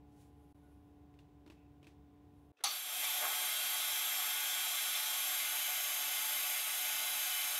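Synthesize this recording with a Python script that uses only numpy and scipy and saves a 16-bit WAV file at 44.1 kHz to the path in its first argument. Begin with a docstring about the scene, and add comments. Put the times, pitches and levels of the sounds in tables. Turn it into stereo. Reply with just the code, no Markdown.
"""Quiet workshop: fan noise and cabinet hum, filtered-noise sleeve rustles, faint whistles, small resonant taps.
The shop then sounds closer, its bass cut: a lever clicks and a contactor slams (decaying noise resonances).
A lathe spins up: gear teeth whine as sines that follow the spindle speed, over noise that rings the steel body.
The tool bites, the pitch sags and creeps up, and the colour changes as the tool works its way along a tube."""
import sys
import numpy as np
from scipy import signal
from scipy.fft import rfft, irfft
from scipy.io import wavfile
from scipy.ndimage import uniform_filter1d

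SR = 44100
rng = np.random.default_rng(int(sys.argv[2]) if len(sys.argv) > 2 else 0)


def dump(signal):
    """Clip the signal to [-1, 1] and save it as 16-bit WAV at the path in sys.argv[1]."""
    limited = np.clip(np.atleast_2d(signal).T, -1, 1)
    pcm = np.round(limited * 32767).astype(np.int16)
    wavfile.write(sys.argv[1], SR, pcm)


N = 334719
HZ = np.fft.rfftfreq(N, 1 / SR)
TIME = np.arange(N) / SR

# shop air spectrum, scaled to SHOP_AIR_DB: (frequency [Hz], relative density [dB])
SHOP_AIR = [(25, -36), (71, -6), (144, -11), (230, -23), (330, -23), (445, -22.5), (500, -25.5),
            (741, -24.5), (1080, -28), (1250, -34.5), (3800, -40.5), (4200, -45.5), (11200, -51.5),
            (15500, -48)]
# shop air left-right likeness: (frequency [Hz], correlation [-1..1])
SHOP_ALIKE = [(60, 0.86), (130, 0.69), (290, 0.92), (640, -0.0074), (1410, -0.031), (3100, -0.087),
              (6820, -0.17), (15000, -0.03)]
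# shop air balance: (frequency [Hz], left minus right [dB])
SHOP_PAN = [(60, 7.5), (110, 0), (200, 19.5), (380, 17.5), (700, -5.5), (1290, 1), (2380, 0.5), (4400, 2),
            (8120, 0.5), (15000, 1.5)]
# cabinet hum partials, before the shop gains: (frequency [Hz], mean rms level [dB])
HUM = [(70.0, -68.5), (140.0, -73), (290.7, -65), (436.0, -78), (581.4, -88.5), (732.1, -78.5),
       (829.0, -86.5), (1023, -85), (1448, -94.5)]
# hum partial heard only until the drop-out: (frequency [Hz], mean rms level [dB])
HUM_EARLY = [(829, -82)]
SHOP_AIR_DB, HUM_PAN_DB = -64.5, 3.4
# brief drop-out, then thinning after a gap; gains are (bass, upper)
DROP_OUT_S, DROP_OUT_DB = (.528, .545), (-30, -22)
CLOSER_S, GAP_S, CLOSER_DB = 2.52, .006, (-40, -9)

# sleeve rustles, before the shop gain; rise and fall per 20 dB:
# (peak time [s], level [dB], rise [s], fall [s], thin-hiss share [0-1])
RUSTLES = [(.13, -85, .1, .2, .3), (.217, -71.5, .07, .08, 0), (.43, -86, .35, 0.31, 1),
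           (.72, -87, 0.37, .5, 1), (2.43, -89, .35, .4, 1)]
# spectra of rustling cloth and thin hiss: (frequency [Hz], relative density [dB])
CLOTH = [(1000, -30), (1600, -6), (3300, -5), (4500, -8), (7000, -6), (10500, -8), (13000, -13), (16000, -10)]
THIN = [(3000, -12), (8500, -13), (9500, -5), (12000, -3), (13000, -19)]
# faint airy tones: (start [s], end [s], frequency [Hz], width [Hz], level [dB])
WHISTLES = [(0.62, 0.73, 1460, 12, -78.5), (1.53, 1.68, 2560, 150, -80)]
# small taps: (time [s], level [dB], main ring [Hz], thud re tap [dB], left minus right [dB])
TAPS = [(1.14, -64, 2370, -3, 2.5), (1.1893, -53, 2700, -12.5, 4.0), (1.463, -61, 2270, 5.5, 0),
        (1.476, -57.5, 3010, 3, 5), (1.5, -48.5, 2580, -3.5, 2.5), (1.5194, -58, 2600, 0, 4),
        (1.8294, -55.5, 2470, -3, 4), (1.8433, -53.5, 2500, -21, 4), (1.869, -47, 2640, -9, 2)]
# lever clicks; rise and fall per 20 dB: (peak time [s], level [dB], rise [s], fall [s], dullness [0-1])
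LEVER = [(2.572, -73.5, .004, .08, 0), (2.611, -61.5, 0.031, 0.045, 0.97)]
# spectra of bright and dull click: (frequency [Hz], relative density [dB])
BRIGHT = [(300, -30), (1500, -8), (2200, -14), (2600, 4), (3000, -12), (3500, 2), (4300, -16), (6000, -11),
          (8000, -25), (16000, -32)]
DULL = [(200, -12), (420, 6), (900, -8), (1400, 0), (3500, -15), (5000, -27), (16000, -38)]

# lathe hiss spectrum without body ringing: (frequency [Hz], relative density [dB])
HISS = [(100, -55), (200, -33), (260, -22), (540, -20), (600, -7), (1500, -8), (1850, -4), (2200, 0),
        (3500, 1), (4200, -3), (4950, -7), (5500, -5), (8000, -5), (10700, -5), (12500, -2), (13600, -4),
        (14200, -8), (14700, -6), (15200, -13), (15700, -12)]
# steel body resonance centres: (frequency [Hz])
BODY_HZ = [250, 440, 545, 615, 738, 805, 873, 965, 1090, 1140, 1290, 1470, 1612, 2012, 2100, 2310, 2628,
           3050, 3480, 4410, 4990, 5100, 5950, 6400, 8190, 13200]
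# their shapes, negative = hollow: (width [Hz], gain near tube end [dB], gain further along [dB])
BODY = [(30, 5, 5), (30, 7, 6), (50, -6, -6), (30, 4, 4), (30, 9, 9), (20, 6, 6), (20, 9, 9), (70, -8, -8),
        (40, 7, 6), (20, 9, 8), (60, 9, 7), (20, 6, 6), (30, 10, 10), (20, 6, 6), (40, 6, 7), (20, 5, 6),
        (40, 6, 8), (90, 1, 8), (90, 7, 2), (120, -14, -14), (100, -5, -4), (40, 6, 4), (150, 5, 0),
        (400, 5, 10), (40, 4, 3), (150, -4, -4)]
# hiss left-right likeness: (frequency [Hz], correlation [-1..1])
RUN_ALIKE = [(60, 0.29), (290, 0.86), (640, 0.85), (1400, 0.83), (3100, 0.17), (5000, 0.55), (8000, 0.083),
             (15000, 0.1)]
# hiss balance: (frequency [Hz], left minus right [dB])
RUN_PAN = [(60, 0), (110, 4), (200, 2), (380, -5), (700, 0.5), (1290, -5.5), (2380, 0), (4400, -3.5),
           (8120, 5), (15000, 7.5)]
LEFT_LEAD_S = 4e-5
# hiss level: starts with the slam, sinks, swells to running level
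HISS_ON_S, HISS_ATTACK_S, START_DB, SINKS_UNTIL_S, LOWEST_DB = 2.636, .024, -42.5, 2.834, -46
SWELL_S, RUNNING_DB = .2, -39
# extra lows while the gears take up speed; the boost in dB decays by 1/e per START_CLATTER_S
START_CLATTER_DB, START_CLATTER_S = 10.5, .11
# low clatter bursts: (peak time [s], boost of the lows [dB])
CLATTER = [(3.25, 11), (3.41, 3.5)]
CLATTER_RISE_S, CLATTER_FALL_S, LOWS_BELOW_HZ = .083, .12, 1700
MOVES_ALONG_S = (5.13, 5.58)  # colour goes from near the tube end to further along

# contactor slam: (delay after first contact [s], level [dB])
BOUNCES = [(0, -33.5), (.002, -37), (.008, -43)]
# cabinet resonances: (frequency [Hz], width [Hz], level re bounce [dB], T60 [s])
CABINET = [(800, 45, -2, 0.11), (1226, 93, -7, 0.22), (2450, 550, -8, 0.18), (3500, 290, -7, 0.52),
           (3800, 150, -2, 0.11), (4120, 90, -5, 0.22), (4520, 68, -5.5, 0.44), (5950, 430, -2, 0.25),
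           (6570, 250, -11, 0.21), (9820, 1400, 4.5, 0.056), (12000, 3000, 1, 0.03)]
SLAM_S = 2.6365

# gear and bearing tones at nominal speed: (frequency [Hz])
TOOTH_HZ = [3223, 3459, 3524, 3787, 3937, 3964, 4563, 4692, 4834, 5371, 5975, 7045, 7521, 7927, 8932, 9424,
            9862, 10210, 11284, 11485, 11870, 12896, 13385]
# their mean rms levels at nominal speed and hiss at TONE_REF_HISS_DB:
# (near tube end [dB], further along [dB], left minus right [dB], left lead [rad])
TOOTH = [(-49, -58, -8, -0.085), (-68, -60, 6, 0.61), (-54, -63, -2, -0.029), (-68, -76, -2, 0),
         (-67, -61, 22, -1.6), (-48.5, -55, -5, 2.16), (-58.5, -64, 10, 0.79), (-65, -67, 10, -0.44),
         (-71.5, -61.5, 17, -1.7), (-58.5, -60.5, -9, 0.41), (-58, -68, -12, -1.6), (-59.5, -64, -2, 0),
         (-55, -58, -16, 1.35), (-66, -76, 2, 0), (-48, -50, -0.5, -1.93), (-61, -60.5, -10, -0.36),
         (-62, -57, 0, -0.2), (-49, -49, 3.5, 0.26), (-63, -61, 6, 0.15), (-63.5, -58, -4, -0.23),
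         (-55, -53.5, -7, -0.27), (-45, -45, 1.5, 0.85), (-59.5, -51.5, -10, 2.1)]
# motor tones of fixed pitch, same level reference: (frequency [Hz], level [dB], left minus right [dB])
MOTOR = [(292, -82, 0), (738, -64, 0), (873, -63, 0), (1140, -68, 0), (1470, -58, 4), (1612, -65, 0),
         (2100, -61, 0), (2310, -61, 0)]
TONE_REF_HISS_DB = -40
NOMINAL_HZ, SHAFT_HZ = 12896, 28.6  # reference gear tone and shaft rate at nominal speed
WOBBLE_US = (10.5, 3.0)  # tooth timing error, amplitude once and twice a turn
THROB = .3  # once-a-turn swell share at NOMINAL_HZ, proportional to tone frequency
TONE_FLUTTER_DB, MOTOR_FLUTTER_DB, STEREO_DRIFT_RAD = 1.1, 1.5, .2
# drive, as pitch of the reference gear tone: runs up, sags at the bite, creeps up
DRIVE_ON_S, RUN_UP_S, FREE_HZ = 2.6, .07, 12879
BITE_S, BITE_LASTS_S, SAGGED_HZ, SETTLED_HZ, RECOVER_S = 3.17, .13, 12862, 12930, 2.3
TOP_HZ = 15720


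def undb(db):
    """dB to amplitude ratio."""
    return 10 ** (np.asarray(db) / 20)


def over_hz(rows):
    """Interpolate a (frequency [Hz], value) table on a log axis."""
    hz, value = np.transpose(rows)
    return np.interp(np.log(HZ + 1), np.log(hz), value)


def sides(pan_db):
    """Left and right gains whose ratio is pan_db."""
    return undb(np.array([pan_db, -pan_db]) / 2)


def ramp(start_s, end_s):
    """0 before start, linear rise, 1 after end."""
    return np.clip((TIME - start_s) / (end_s - start_s), 0, 1)


def swell(peak_s, rise_s, fall_s):
    """Gain 1 at the peak, 20 dB lower rise_s before and fall_s after."""
    return undb(-20 * np.where(TIME < peak_s, (peak_s - TIME) / rise_s, (TIME - peak_s) / fall_s))


def walk(rate_hz):
    """Smoothed random levels, spread near 1, that change about rate_hz times a second."""
    levels = np.repeat(rng.standard_normal(int(rate_hz * N / SR) + 2), 8)
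    smooth = 1.3 * uniform_filter1d(uniform_filter1d(levels, size=8), size=8)
    return np.interp(TIME * rate_hz * 8, np.arange(len(smooth)), smooth)


def wide_noise(alike, pan, left_lead_s=0):
    """Left and right white-noise spectra; mid and side weights set their likeness per frequency."""
    likeness = np.clip(over_hz(alike), -1, 1)
    mid, side = rfft(rng.standard_normal((2, N)))
    mid = mid * np.sqrt(1 + likeness)
    side = side * np.sqrt(1 - likeness)
    right_delay = np.exp(-2j * np.pi * HZ * left_lead_s)
    return np.array([mid + side, (mid - side) * right_delay]) * sides(over_hz(pan))


def colour(white, db):
    """Shape a noise spectrum, then scale the left-right mean to rms 1."""
    x = irfft(white * undb(db), N)
    return x / np.std(x.mean(axis=0))


def ring(t, hz, t60_s):
    """One decaying sine mode."""
    return np.sin(2 * np.pi * hz * t) * 1000. ** (-t / t60_s)


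def rough_ring(t, hz, width_hz, t60_s):
    """Noise in one resonance, dying away; partly alike left and right."""
    noise = rng.standard_normal((3, len(t)))
    source = noise[0] + 1.13 * noise[1:]
    x = signal.lfilter(*signal.iirpeak(hz, hz / width_hz, fs=SR), source)
    return x / np.std(x) * 1000. ** (-t / t60_s)


def add(out, start_s, x):
    """Mix x into out at start_s."""
    i = int(start_s * SR)
    out[:, i:i + x.shape[-1]] += x


def shop_gains():
    """Bass and upper gains of the idle shop: a brief drop-out, a gap, then a lasting bass cut."""
    drop_out = (TIME > DROP_OUT_S[0]) & (TIME < DROP_OUT_S[1])
    gap = (TIME > CLOSER_S) & (TIME < CLOSER_S + GAP_S)
    db = np.outer(DROP_OUT_DB, drop_out | gap) + np.outer(CLOSER_DB, TIME > CLOSER_S)
    return undb(uniform_filter1d(db, size=130))


def hum(rows):
    """Cabinet hum: sines with slight random level and phase drift."""
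    out = 0
    for hz, db in rows:
        gain = np.sqrt(2) * undb(db + .8 * walk(15))
        out = out + gain * np.sin(2 * np.pi * hz * TIME + .3 * walk(10))
    return out


def shop():
    """Fan noise as coloured stereo noise plus cabinet hum, with bass and upper part gained apart."""
    air = undb(SHOP_AIR_DB) * colour(wide_noise(SHOP_ALIKE, SHOP_PAN), over_hz(SHOP_AIR))
    tones = hum(HUM) + hum(HUM_EARLY) * (TIME < DROP_OUT_S[0])
    x = air + tones * sides(HUM_PAN_DB)[:, None]
    upper = signal.sosfiltfilt(signal.butter(2, 400, "high", fs=SR, output="sos"), x)
    bass_gain, upper_gain = shop_gains()
    return (x - upper) * bass_gain + upper * upper_gain


def swells(rows, first, second):
    """Noise swells; each row's share crossfades from the first colour to the second."""
    out = 0
    for peak_s, db, rise_s, fall_s, share in rows:
        out = out + undb(db) * swell(peak_s, rise_s, fall_s) * (first + share * (second - first))
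    return out


def sleeves():
    """Rubbing cloth: soft bright noise swells with fluttering level."""
    white = rfft(rng.standard_normal((2, N)))
    cloth = colour(white, over_hz(CLOTH))
    thin = colour(white, over_hz(THIN))
    return swells(RUSTLES, cloth, thin) * undb(1.5 * walk(42)) * shop_gains()[1]


def whistles():
    """Faint airy tones: resonant noise under a rounded envelope."""
    out = np.zeros((2, N))
    for start_s, end_s, hz, width_hz, db in WHISTLES:
        t = TIME[:int((end_s - start_s) * SR)]
        envelope = np.sin(np.pi * t / t[-1]) ** .5
        add(out, start_s, undb(db) * rough_ring(t, hz, width_hz, 9) * envelope)
    return out


def taps():
    """Small impacts: dry tick, hollow body, low thud and a little room tail as decaying modes."""
    out, t = np.zeros((2, N)), TIME[:SR // 3]
    for start_s, db, hz, thud_db, pan_db in TAPS:
        tick = undb(-21) * rough_ring(t, 5500, 9800, .013)
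        body = undb(-8) * rough_ring(t, hz, 300, .033) + undb(-22) * rough_ring(t, 3700, 300, .05)
        tail = undb(-32) * rough_ring(t, 7000, 9000, .12) + undb(-20) * rough_ring(t, 2500, 2300, .25)
        thud = ring(t, 318, .077) + .5 * rough_ring(t, 640, 810, .052)
        tap = tick + body + tail + undb(thud_db) * thud
        add(out, start_s, undb(db) * tap * sides(pan_db)[:, None])
    return out


def lever():
    """Two lever clicks: short swells of peaked noise, the second duller."""
    white = rfft(rng.standard_normal((2, N)))
    alike = white + white[::-1] / 2
    bright = colour(alike, over_hz(BRIGHT))
    dull = colour(alike, over_hz(DULL))
    return swells(LEVER, bright, dull) * undb(2.3 * walk(200))


def hiss_level_db():
    """Hiss level: attack, sink, swell to running level."""
    times_s = [HISS_ON_S, HISS_ON_S + HISS_ATTACK_S, SINKS_UNTIL_S, SINKS_UNTIL_S + SWELL_S]
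    return np.interp(TIME, times_s, [-110, START_DB, LOWEST_DB, RUNNING_DB])


def patchy(x, patchy_db, wide_bins=5, long_frames=3):
    """Narrow bands swell and sink on their own as the cut goes unevenly."""
    _, _, z = signal.stft(x, nperseg=1024)
    field = uniform_filter1d(rng.standard_normal(z.shape[1:]), size=wide_bins, axis=0)
    field = uniform_filter1d(field, size=long_frames, axis=1)
    return signal.istft(z * undb(patchy_db * field / field.std()), nperseg=1024)[1][:, :N]


def hiss():
    """Rolling and cutting noise through the body, whose ringing changes as the tool moves along."""
    white = wide_noise(RUN_ALIKE, RUN_PAN, LEFT_LEAD_S)
    # countless small modes of the castings ripple the colour
    ripple = uniform_filter1d(uniform_filter1d(rng.standard_normal(len(HZ)), size=150), size=150)
    plain_db = over_hz(HISS) + 2 * (HZ > 1700) * ripple / ripple.std()
    width_hz, near_db, far_db = np.transpose(BODY)
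    shapes = [1 / (1 + (2 * (HZ - hz) / width) ** 2) for hz, width in zip(BODY_HZ, width_hz)]
    near = colour(white, plain_db + near_db @ shapes)
    far = colour(white, plain_db + far_db @ shapes)
    x = patchy(near + ramp(*MOVES_ALONG_S) * (far - near), patchy_db=1)
    clatter_db = START_CLATTER_DB * np.exp(-abs(TIME - HISS_ON_S) / START_CLATTER_S)
    for peak_s, db in CLATTER:
        rise, fall = ramp(peak_s - CLATTER_RISE_S, peak_s), ramp(peak_s, peak_s + CLATTER_FALL_S)
        clatter_db = clatter_db + db * (rise - fall)
    low = signal.sosfilt(signal.butter(2, LOWS_BELOW_HZ, fs=SR, output="sos"), x)
    return undb(hiss_level_db()) * (x + (undb(clatter_db) - 1) * low)


def slam():
    """The contactor closes with a crunch and bounces; each contact rattles the cabinet resonances."""
    out, t = np.zeros((2, N)), TIME[:SR // 2]
    attack = np.minimum(t / .0025, 1) ** 2
    for delay_s, bounce_db in BOUNCES:
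        rattle = sum(undb(db) * rough_ring(t, hz, width_hz, t60_s) for hz, width_hz, db, t60_s in CABINET)
        add(out, SLAM_S + delay_s, undb(bounce_db) * rattle * attack)
    return signal.sosfilt(signal.butter(3, 450, "high", fs=SR, output="sos"), out)


def drive():
    """Spindle speed as a share of nominal: run-up, sag under the bite, slow recovery."""
    recovery = np.exp(-(TIME - BITE_S - BITE_LASTS_S) / RECOVER_S)
    loaded_hz = SETTLED_HZ - (SETTLED_HZ - SAGGED_HZ) * recovery
    hz = FREE_HZ + ramp(BITE_S, BITE_S + BITE_LASTS_S) * (loaded_hz - FREE_HZ)
    run_up = 1 - np.exp(-(np.maximum(TIME - DRIVE_ON_S, 0) / RUN_UP_S) ** 3)
    return hz / NOMINAL_HZ * run_up


def teeth(turned_s):
    """Gear tones; a slightly eccentric shaft splits the high ones into side lines."""
    shaft = 2 * np.pi * SHAFT_HZ * turned_s
    late_s = 1e-6 * (WOBBLE_US[0] * np.sin(shaft) + WOBBLE_US[1] * np.sin(2 * shaft + 1))
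    travel, out = ramp(*MOVES_ALONG_S), 0
    for hz, (near_db, far_db, pan_db, lead_rad) in zip(TOOTH_HZ, TOOTH):
        phase = 2 * np.pi * hz * (turned_s + late_s) + .3 * walk(15) + rng.uniform(0, 2 * np.pi)
        level_db = near_db + travel * (far_db - near_db) + TONE_FLUTTER_DB * walk(12)
        throb = 1 + THROB * hz / NOMINAL_HZ * np.sin(shaft + rng.uniform(0, 2 * np.pi))
        gain = np.sqrt(2) * undb(level_db) * throb
        turn = lead_rad / 2 + STEREO_DRIFT_RAD * walk(4.05)
        out = out + gain * np.sin([phase + turn, phase - turn]) * sides(pan_db)[:, None]
    return out


def motor():
    """Motor tones: sines at fixed pitch with fluttering level and phase."""
    out = 0
    for hz, db, pan_db in MOTOR:
        gain = np.sqrt(2) * undb(db + MOTOR_FLUTTER_DB * walk(14))
        tone = gain * np.sin(2 * np.pi * hz * TIME + .36 * walk(10))
        out = out + tone * sides(pan_db)[:, None]
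    return out


def gears():
    """Tooth and motor tones, levelled with the hiss; the whine only stands out near full speed."""
    speed = drive()
    turned_s = np.cumsum(speed) / SR  # time at nominal speed for the same turns
    return undb(hiss_level_db() - TONE_REF_HISS_DB) * (teeth(turned_s) + motor()) * speed ** 12


def scene():
    """Sum of all sources."""
    return shop() + sleeves() + whistles() + taps() + lever() + hiss() + slam() + gears()


def record(dry):
    """The recorder cuts steeply above TOP_HZ."""
    return signal.sosfilt(signal.ellip(14, .2, 80, TOP_HZ, fs=SR, output="sos"), dry)


dry = scene()
out = record(dry)
dump(out)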